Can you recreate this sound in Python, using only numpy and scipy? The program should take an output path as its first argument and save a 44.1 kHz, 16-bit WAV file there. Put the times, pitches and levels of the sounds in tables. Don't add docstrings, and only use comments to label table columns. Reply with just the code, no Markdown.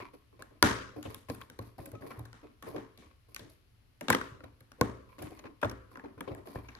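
import sys
import numpy as np
from scipy import signal
from scipy.fft import rfft, irfft, next_fast_len
from scipy.io import wavfile
from scipy.ndimage import uniform_filter1d

SR = 44100
rng = np.random.default_rng(int(sys.argv[2]) if len(sys.argv) > 2 else 0)


def output_pcm(signal):
    pcm = np.clip(np.atleast_2d(signal).T, -1, 1) * 32767
    wavfile.write(sys.argv[1], SR, np.round(pcm).astype(np.int16))


N = 299439

# (t/s, length/s, frame body level/dB, plate rasp level/dB, skin hiss level/dB)
FINGER_STROKES = [(0.0, 0.0057, -39.5, -37.5, -65), (0.134, 0.033, -55.5, -59.5, -72),
                  (0.327, 0.01, -55.5, -64.5, -101), (0.392, 0.025, -53, -57.5, -70),
                  (0.509, 0.07, -61, -67, -101), (0.961, 0.04, -43.5, -61.5, -68.5),
                  (1.053, 0.012, -38, -45.5, -73), (1.095, 0.059, -62, -57, -62.5),
                  (1.285, 0.039, -47, -45, -57.5), (1.404, 0.0063, -64.5, -55, -63),
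                  (1.612, 0.078, -59.5, -63, -68), (1.7806, 0.097, -47.5, -55.5, -65),
                  (1.931, 0.024, -47, -63, -84), (2.007, 0.05, -43, -57, -68.5),
                  (2.062, 0.041, -52, -61, -64), (2.104, 0.01, -46.5, -49, -72),
                  (2.161, 0.052, -52, -63, -74), (2.429, 0.058, -51.5, -58.5, -93),
                  (2.665, 0.051, -40.5, -47.5, -60.5), (2.7443, 0.04, -39.5, -48.5, -71.5),
                  (3.022, 0.044, -58.5, -57, -83), (3.284, 0.085, -62.5, -68.5, -75),
                  (3.415, 0.057, -54.5, -80, -84), (3.496, 0.015, -87, -70, -64.5),
                  (4.235, 0.043, -72.5, -60, -70), (4.334, 0.05, -55.5, -78, -103),
                  (4.436, 0.0051, -45, -49.5, -88), (4.782, 0.14, -54.5, -67, -80),
                  (5.09, 0.076, -68, -61, -75), (5.182, 0.082, -40, -49, -66),
                  (5.305, 0.12, -55.5, -62, -71), (5.439, 0.012, -42.5, -46.5, -108),
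                  (5.909, 0.052, -57.5, -67, -72), (6.038, 0.031, -44, -56.5, -99),
                  (6.176, 0.063, -54, -64, -91), (6.275, 0.054, -37.5, -48, -73),
                  (6.373, 0.059, -56, -75, -91), (6.4555, 0.11, -55, -57.5, -65),
                  (6.546, 0.023, -43, -52, -72), (6.635, 0.14, -75, -62, -76)]


def amp(db):
    return 10 ** (np.asarray(db) / 20)


def evened(x):
    return x / np.sqrt(np.mean(x ** 2) + 1e-20)


def read(points, hz):
    f, value = np.transpose(points)
    return np.interp(np.log(hz + 1), np.log(f + 1), value)


def add(mix, s, sound):
    part = mix[:, max(round(s * SR), 0):][:, :sound.shape[-1]]
    part += sound[..., :part.shape[1]]


def colour(x, points):
    log_gain = np.log(amp(read(points, abs(np.fft.fftfreq(4096, 1 / SR)))))
    minimum_phase = np.exp(np.conj(signal.hilbert(log_gain)))
    taps = np.fft.ifft(minimum_phase).real
    return signal.oaconvolve(x, taps[None], axes=1)[:, :x.shape[1]]


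def diffuse(x):
    # (f/Hz, left-right likeness from 0 to 1)
    port_likeness = [(50, 0.98), (130, 0.63), (280, 0.24), (550, 0), (1200, 0), (16000, 0)]
    size = next_fast_len(x.shape[1])
    a, b = rfft(x, size)
    same = np.clip(read(port_likeness, np.fft.rfftfreq(size, 1 / SR)), -1, 1)
    mid = a * np.sqrt((1 + same) / 2)
    side = b * np.sqrt((1 - same) / 2)
    return irfft(np.array([mid + side, mid - side]), size)[:, :x.shape[1]]


def ring(modes, t, scatter):
    hz, db, t60 = np.transpose(modes)[:, :, None]
    tune, strength = rng.standard_normal((2, len(modes), 1))
    sign = rng.choice([-1, 1], (len(modes), 1))
    decay = amp(db + 2 * strength - 60 * t / t60)
    return (sign * decay * np.sin(2 * np.pi * hz * (1 + scatter * tune) * t)).sum(0)


def resonate(x, hz, sharpness, boost_db):
    b, a = signal.iirpeak(np.clip(hz, 100, SR / 4), max(sharpness, 1), fs=SR)
    return x + amp(boost_db) * signal.lfilter(b, a, x)


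def still_room(level_db=-66.5):
    # (f/Hz, relative level per Hz/dB)
    floor_spectrum = [(15, -41), (25, 2), (117, 1), (161, -13.5), (242, -13.5), (734, -23), (2990, -23.5),
                      (3820, -28.5), (4140, -25), (7110, -31), (9840, -32.5), (14800, -44), (16000, -37)]
    noise = diffuse(rng.standard_normal((2, N)))
    return amp(level_db) * evened(colour(noise, floor_spectrum))


def echoes(size):
    # (delay/s, level/dB)
    wall_echoes = [(.0125, -13), (.0195, -20.5), (.0245, -16.5)]
    # (f/Hz, level/dB)
    wall_colour = [(60, 4.5), (300, 5), (900, -5), (2000, -5), (5000, -19.5), (15000, -30)]
    taps = np.zeros((2, size))
    for k, (s, db) in enumerate(wall_echoes):
        near, far = k % 2, 1 - k % 2
        taps[near, round(s * SR)] = amp(db)
        taps[far, round(s * SR) + 12] = amp(db)
    return colour(taps, wall_colour)


def room(x, first_s=0.0062, build_s=0.0067, standing_db=-58):
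    # (f/Hz, relative level/dB, t60/s)
    tail_bands = [(62.6, 11, 0.38), (122, 5.5, 0.94), (168, -5.5, 0.52), (234, 7, 0.15), (506, -9.5, 0.89),
                  (810, 3, 0.1), (1055, -2, 0.59), (2100, -6.5, 0.5), (3130, -7.5, 0.49), (5130, -10, 0.5),
                  (9100, -4.5, 0.43), (11300, -15, 0.37), (15000, -22.5, 0.3)]
    # (f/Hz, relative level/dB, t60/s)
    standing_waves = [(106, -6.5, 0.22), (191.2, -3, 0.67), (284.8, -6.5, 0.57), (389, -3.5, 0.6),
                      (443, -1, 0.59), (520, -12.5, 1), (587, -6, 0.058)]
    t = np.arange(SR * 3 // 4) / SR
    noise = diffuse(rng.standard_normal((2, len(t)))) / np.sqrt(SR)
    hz, frame_s, z = signal.stft(noise, SR, nperseg=512)
    t60 = read([(f, decay) for f, _, decay in tail_bands], hz)[:, None]

    patches = uniform_filter1d(rng.standard_normal(z.shape[1:]), size=5, axis=0)
    patches = uniform_filter1d(patches, size=3, axis=1)
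    z *= evened(amp(1.8 * evened(patches) + 1.3 * rng.standard_normal(len(frame_s))))
    z *= amp(-60 * frame_s / t60) * np.sqrt(2 * np.log(1000) / t60)

    arrival = 1 - np.exp(-np.maximum(t - first_s, 0) / build_s)
    tail = signal.istft(z, SR, nperseg=512)[1][:, :len(t)] * arrival
    tail = colour(tail, [(f, db) for f, db, _ in tail_bands])
    tail += amp(standing_db) * ring(standing_waves, t, scatter=0) * arrival
    return signal.oaconvolve(x, tail + echoes(len(t)), axes=1)[:, :N]


def bumps(level_db=-7, push_db=-7, rise_s=0.0034):
    # (t/s, relative peak level/dB)
    frame_bumps = [(0.638, -18), (0.972, -39), (1.072, -34), (1.294, -31.5), (1.592, -33), (1.795, -35.5),
                   (1.923, -40), (2.176, -33.5), (2.205, -32), (3.41, -43), (4.1, -28), (4.319, -36.5),
                   (4.443, -44), (4.613, -46), (4.811, -21), (5.2, -40), (5.24, -34.5), (5.646, -26.5),
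                   (6.173, -41.5), (6.313, -33.5), (6.561, -29.5)]
    # (f/Hz, relative level/dB, t60/s)
    table_modes = [(62, -14.5, 0.37), (92.4, 2, 0.1), (115.2, 0.5, 0.22), (192, -16.5, 0.029),
                   (258, -21.5, 0.02)]
    out, t = np.zeros((2, N)), np.arange(SR // 3) / SR
    landings = [(s, body_db + push_db) for s, _, body_db, *_ in FINGER_STROKES]
    for s, db in list(frame_bumps) + landings:
        swing = ring(table_modes, t, scatter=0.0088) * (1 - np.exp(-t / rise_s))
        add(out, s, amp(db + level_db) * swing / abs(swing).max())
    return out


def friction(per_s, spread_db, smooth):
    sizes = amp(spread_db * np.minimum(rng.exponential(1, N), 4))
    slips = (rng.random(N) < per_s / SR) * sizes
    catches = evened(slips * rng.standard_normal((2, N)))
    return evened(catches + smooth * rng.standard_normal((2, N)))


def hollow(x, ring_s=0.019, ring_db=-3, half_turns_per_s=2.7):
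    t, out = np.arange(2048) / SR, np.zeros_like(x)
    for k in range(3):
        modes = rng.standard_normal(len(t)) * np.exp(-t / ring_s)
        rung = signal.oaconvolve(x, modes[None] / np.linalg.norm(modes), axes=1)[:, :N]
        out += rung * np.cos(np.pi * (half_turns_per_s * np.arange(N) / SR + k / 3))
    return x + amp(ring_db) * out


def lumps(depth_db, lump_s):
    knots = np.arange(0, N / SR + lump_s, lump_s)
    heights = np.clip(rng.standard_normal(len(knots)), -2, 2)
    return amp(depth_db * np.interp(np.arange(N) / SR, knots, heights))


def pressure(length_s, attack_s=0.0014, sag_db=-4.5, release_db_per_s=238.5):
    t = np.arange(SR // 2) / SR
    eased_db = sag_db * np.minimum(t / length_s, 1)
    eased_db -= release_db_per_s * np.maximum(t - length_s, 0)
    return (1 - np.exp(-t / attack_s)) * amp(eased_db)


def murmur(start_hz=480, end_hz=270, settle_s=0.036, width_hz=130):
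    t, hz = np.arange(N) / SR, np.zeros(N)
    for s, *_ in FINGER_STROKES:
        since = t[t >= s] - s
        hz[t >= s] = end_hz + (start_hz - end_hz) * np.exp(-(since / settle_s) ** 2)
    r = np.exp(-np.pi * width_hz / SR)
    swing = rng.standard_normal((2, N)) + 1j * rng.standard_normal((2, N))
    swing = signal.lfilter([1], [1, -2 * r, r * r], swing)
    tone = (swing * np.exp(2j * np.pi * np.cumsum(hz) / SR)).real
    return evened(diffuse(tone))


def rubs(body_db=-5.5, murmur_db=-6, rasp_db=-3, hiss_db=0):
    # (f/Hz, relative level per Hz/dB)
    body_spectrum = [(40, -41.5), (110, 6), (165, -4.5), (240, -8.5), (290, 14.5), (350, -2.5), (560, 5.5),
                     (760, 0.5), (1600, -34.5), (4000, -70)]
    rasp_spectrum = [(300, -33), (700, -18), (860, -8), (1050, 13), (1250, 0), (1550, -6.5), (2400, -0.5),
                     (2900, -12.5), (4500, -15.5), (8000, -25.5), (16000, -43)]
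    hiss_spectrum = [(900, -17), (2500, -6.5), (4500, 10), (7000, 1.5), (9500, 5.5), (11500, 3.5),
                     (14200, -1), (16000, -5)]
    gains = np.zeros((3, N))
    for s, length_s, *levels_db in FINGER_STROKES:
        add(gains, s, amp(levels_db)[:, None] * pressure(length_s))
    body, rasp, hiss = gains
    body, rasp = np.array([body, rasp]) * evened(lumps(depth_db=3.2, lump_s=.016))

    drag = hollow(diffuse(friction(per_s=300, spread_db=-0.5, smooth=0.14)))
    catches = hollow(diffuse(friction(per_s=260, spread_db=2.5, smooth=.3)))
    fine = friction(per_s=600, spread_db=0.0, smooth=0.6)
    frame = amp(body_db) * evened(colour(drag, body_spectrum)) + amp(murmur_db) * murmur()
    plates = amp(rasp_db) * evened(colour(catches, rasp_spectrum))
    skin = amp(hiss_db) * evened(colour(fine, hiss_spectrum))
    return body * frame + rasp * plates + hiss * skin


def scuffs(slips_per_s=330, unevenness=0.39, sharpness=6, sag=0.15):
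    # (t/s, length/s, middle pitch f/Hz, rms level/dB)
    edge_skids = [(0.0, 0.035, 2310, -59.5), (1.049, 0.021, 2850, -56.5), (1.411, 0.014, 3270, -57.5),
                  (1.78, 0.026, 726, -52), (5.22, 0.024, 1588, -57.5), (5.238, 0.3, 1000, -72.5),
                  (5.267, 0.2, 2090, -74), (5.388, 0.16, 302, -59), (5.434, 0.041, 890, -61),
                  (5.451, 0.023, 1660, -60), (6.275, 0.026, 3260, -64)]
    out = np.zeros((2, N))
    t = np.arange(1024) / SR
    for s, length_s, hz, db in edge_skids:
        skid = np.zeros((2, round(length_s * SR) + len(t)))
        gaps, sizes, detune, pan = rng.standard_normal((4, 200))
        places = np.cumsum(np.exp(unevenness * gaps)) / (slips_per_s * length_s)
        for place, size, tune, side in zip(places[places < 1], sizes, detune, pan):
            ring_hz = hz * (1 - sag * (place - .5) + .04 * tune)
            phase = 2 * np.pi * ring_hz * t + np.array([[.5], [-.5]]) * side
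            fade = np.exp(-np.pi * hz * t / sharpness) * (1 - np.exp(-2 * hz * t))
            strength = np.sqrt(np.sin(np.pi * place)) * amp(2 * size)
            add(skid, place * length_s, strength * np.sin(phase) * fade)
        rms = np.sqrt((skid ** 2).sum() / (2 * length_s * SR) + 1e-20)
        add(out, s, amp(db) * skid / rms)
    return out


def ping():
    # (t/s, f/Hz, level/dB, t60/s)
    loose_piece = (1.951, 1276, -52, 0.2)
    s, hz, db, t60 = loose_piece
    out, t = np.zeros((2, N)), np.arange(SR // 4) / SR
    add(out, s, amp(db - 60 * t / t60) * np.sin(2 * np.pi * hz * t))
    return out


def bands(sound, levels_db):
    # (low f/Hz, high f/Hz)
    click_ranges = [(150, 640), (790, 2000), (2000, 6800), (7000, 16000)]
    out = np.zeros_like(sound)
    for db, limits in zip(levels_db, click_ranges):
        sos = signal.butter(4, limits, "band", fs=SR, output="sos")
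        part = signal.sosfilt(sos, sound)
        out += amp(db) * part / np.sqrt(np.mean(part[:, :SR // 100] ** 2, axis=1, keepdims=True))
    return out


def click(levels_db, hz, chatter_s, ring_db=-34, swell=0.54, lag_s=.00012):
    # (f/Hz, relative level/dB, t60/s)
    plate_modes = [(289.4, -7, .08), (537, -3, 0.06), (1072, 1.5, 0.034), (1220, -4, 0.02),
                   (1537, 3.5, 0.027), (1823, -1.5, .022), (2350, -7, 0.03), (3090, -6.5, 0.022),
                   (3660, -6, 0.018)]
    # (lowest f/Hz, highest f/Hz)
    overtone_range = (2200, 9000)
    t, chatter_s = np.arange(4096) / SR, np.clip(chatter_s, .0005, .006)
    settle, settle_s = .08, .008
    grip = np.exp(-t / chatter_s) + settle * np.exp(-t / settle_s)
    grip *= 1 - np.exp(-t / (swell * chatter_s))
    burst = rng.standard_normal((2, len(t))) * grip
    for _ in range(2):
        burst = irfft(np.exp(1j * np.angle(rfft(burst)))) * grip
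    contact = burst[0] + np.array([[.5], [-.5]]) * burst[1]

    plates = ring(plate_modes, t, scatter=0.084)
    ringing = signal.fftconvolve(contact, plates[None], axes=1)[:, :len(t)]
    direct = resonate(contact + amp(ring_db) * ringing, hz, sharpness=5, boost_db=4)
    all_round = resonate(signal.unit_impulse(len(t))[None], hz, sharpness=5, boost_db=-3)
    for overtone_hz in np.exp(rng.uniform(*np.log(overtone_range), size=5)):
        direct = resonate(direct, overtone_hz, sharpness=20, boost_db=3)
        all_round = resonate(all_round, overtone_hz, sharpness=14, boost_db=-12)
    direct = resonate(direct, hz=267, sharpness=11, boost_db=-1)
    all_round = resonate(all_round, hz=267, sharpness=11, boost_db=-1)

    left, right = bands(direct, levels_db)
    right = np.pad(right, (round(abs(lag_s) * SR), 0))[:len(t)]
    return np.array([left, right]), bands(all_round, levels_db)


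def touches(hz=1050, chatter_s=0.003, room_db=-4):
    # (thud to body level/dB, knock to rasp level/dB,
    # clack to rasp level/dB, tick to hiss level/dB)
    landing_levels = (-8.5, -7.5, -18, -11)
    rows = []
    for s, _, body_db, rasp_db, hiss_db in FINGER_STROKES:
        levels_db = np.add((body_db, rasp_db, rasp_db, hiss_db), landing_levels)
        rows.append((s, *levels_db, hz, chatter_s, room_db))
    return rows


def clicks(level_db=-4.5, radiated_db=-3.0):
    # (t/s, thud level/dB, knock level/dB,
    # clack level/dB, tick level/dB, struck piece f/Hz, contact chatter/s before limits, extra room level/dB)
    plastic_clicks = [(0.422, -54, -44.5, -49.5, -52.5, 1500, 0.0013, -5.5),
                      (0.6257, -20, -15.5, -15.5, -24.5, 1520, 0.0011, 1.5),
                      (1.0264, -75.0, -52, -48.5, -53, 3400, 0.0034, 9),
                      (1.0608, -44.5, -61, -63, -80, 890, 0.00068, 0.5),
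                      (1.1446, -53, -52, -47.5, -46, 3530, 0.002, 0.5),
                      (1.2981, -32.5, -44, -43.5, -55, 1190, 0.0024, -6),
                      (1.3453, -61, -55.5, -57, -53, 1530, 0.0055, 5),
                      (1.4126, -56, -44.5, -52.5, -60.0, 1120, 0.003, -6),
                      (1.4985, -54, -53.5, -53, -57, 1510, 0.002, 1),
                      (1.5882, -38, -43.5, -50.5, -57, 1055, 0.0034, -4),
                      (1.7859, -48.5, -54, -72, -86, 730, 0.0057, -1),
                      (1.855, -61, -55, -53.5, -49, 1513, 0.0082, -1),
                      (1.9159, -54, -59, -64.0, -57.5, 1200, 0.0022, -14),
                      (1.9498, -55, -65, -57.5, -78.0, 2400, 0.0069, 5),
                      (2.019, -53, -49.5, -67, -78.0, 1010, 0.0066, 4.5),
                      (2.1119, -52, -46, -59, -71, 1111, 0.0062, 5),
                      (2.1917, -50.5, -52.5, -62, -54.5, 906, 0.0029, -2.5),
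                      (2.2512, -57, -54.5, -57, -61, 1445, 0.0063, 2),
                      (2.3297, -61.5, -54, -54, -68, 1366, 0.00082, 7),
                      (2.6235, -52.5, -47.5, -52, -56.0, 1105, 0.0037, 7.5),
                      (2.761, -52, -48, -53, -67, 769, 0.0047, 8),
                      (2.9744, -62.5, -69.5, -57, -65, 2340, 0.0031, 12),
                      (3.3452, -63, -62.5, -46, -46.5, 4780, 0.002, 1.5),
                      (3.3618, -60.0, -45, -39.5, -51.5, 1699, 0.0022, -2),
                      (3.3924, -50.5, -57, -50, -61, 3700, 0.0033, 1.5),
                      (4.0085, -40.5, -45, -46, -50.0, 2170, 0.0037, 2),
                      (4.0823, -32, -32.5, -31, -52.0, 1490, 0.0028, 8),
                      (4.1, -25, -18.5, -25.5, -26.5, 1190, 0.0039, -5),
                      (4.1253, -34, -32, -31, -40, 1840, 0.0025, -27),
                      (4.1288, -39, -25.5, -35, -52.0, 1980, 0.0032, -11),
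                      (4.1471, -26.5, -25, -30.5, -42.5, 1860, 0.0023, -17),
                      (4.212, -41, -32.5, -49, -58, 1510, 0.0025, -20),
                      (4.4044, -53, -51.5, -65, -90, 1310, 0.0019, -36.5),
                      (4.4395, -58, -54, -58, -65.5, 1463, 0.0035, -7),
                      (4.6047, -61.5, -60.5, -64, -64, 1574, 0.0033, 1),
                      (4.7167, -58.5, -53, -56.5, -64, 1500, 0.0023, -0.5),
                      (4.8109, -18.5, -23.5, -28.5, -35.5, 1094, 0.0018, -7),
                      (5.1869, -59.5, -55, -53.5, -73, 2650, 0.0058, 6.5),
                      (5.2202, -53, -56, -51.5, -49, 2900, 0.0064, 7),
                      (5.3896, -56.5, -55, -51, -64, 2495, 0.006, -12),
                      (5.6139, -61, -51.5, -52, -59, 2950, 0.0051, 13.5),
                      (5.6277, -27, -25, -45, -61, 1385, 0.0042, -5.5),
                      (5.6337, -31.0, -34.5, -47, -57, 1570, 0.00083, -8),
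                      (5.6459, -33, -30.5, -45.0, -64, 1310, 0.0012, -19),
                      (5.651, -29.5, -56, -54, -60, 930, 0.005, -6.5),
                      (5.6953, -48.5, -55.5, -43, -56, 4060, 0.0033, -14),
                      (5.7109, -44, -49, -54, -58, 4520, 0.0075, -3),
                      (5.9132, -60, -56, -83, -80, 1103, 0.003, 2.5),
                      (5.9545, -53, -44, -60, -84, 1188, 0.0029, -0.5),
                      (5.9704, -50, -47.5, -61, -69, 1080, 0.0036, 0),
                      (5.9944, -61, -47.5, -67, -81, 1088, 0.0028, -12),
                      (6.0438, -52, -48, -67, -90, 833, 0.0041, -1.5),
                      (6.1776, -53, -55, -77, -74, 1180, 0.0035, 1),
                      (6.206, -39.5, -39, -46.5, -50, 1290, 0.003, -4),
                      (6.3482, -52.5, -52, -61, -58, 922, 0.0012, 3),
                      (6.4706, -49, -55, -57.5, -72, 678, 0.0026, 5),
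                      (6.556, -38.5, -42.5, -62, -69, 790, 0.0022, -4),
                      (6.684, -54.5, -50.5, -50, -78, 2260, 0.0083, 2.5),
                      (6.751, -60, -51, -50.5, -77, 4160, 0.00066, 5)]
    direct, radiated = np.zeros((2, N)), np.zeros((1, N))
    for s, *levels_db, hz, chatter_s, room_db in list(plastic_clicks) + touches():
        near, all_round = click(levels_db, hz, chatter_s)
        add(direct, s, near)
        add(radiated, s, amp(room_db) * all_round)
    return amp(level_db) * direct, amp(radiated_db) * radiated


def scene(rub_room_db=-10, bump_room_db=-12):
    plastic, radiated = clicks()
    fingers = rubs() + scuffs() + ping()
    table = bumps()
    to_walls = radiated + amp(rub_room_db) * fingers[:1] + amp(bump_room_db) * table[:1]
    return plastic + fingers + table + room(to_walls) + still_room()


def record(dry):
    # (f/Hz, level/dB)
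    port_difference = [(100, 0.5), (2400, 2.5), (3800, 6), (5500, 7), (8000, 0.5), (14000, -2)]
    # (f/Hz, level/dB)
    microphone_response = [(20, -2), (70, 2.5), (4000, 0.5), (5500, -3), (7500, -5.5), (8700, -3),
                           (9900, -3), (10800, 8.5), (11700, 9.5), (12400, -2), (12800, -7.5), (13500, 8),
                           (14700, 5), (15700, -7.5)]
    sides = []
    for x, sign in zip(dry, (1, -1)):
        side_response = [(hz, sign * db / 2) for hz, db in port_difference]
        sides.append(colour(x[None], side_response)[0])
    heard = np.tanh(colour(np.array(sides), microphone_response))
    low_pass = signal.firwin(511, 16300, window=("kaiser", 9), fs=SR)
    return signal.oaconvolve(heard, low_pass[None], "same")


dry = scene()
out = record(dry)
output_pcm(out)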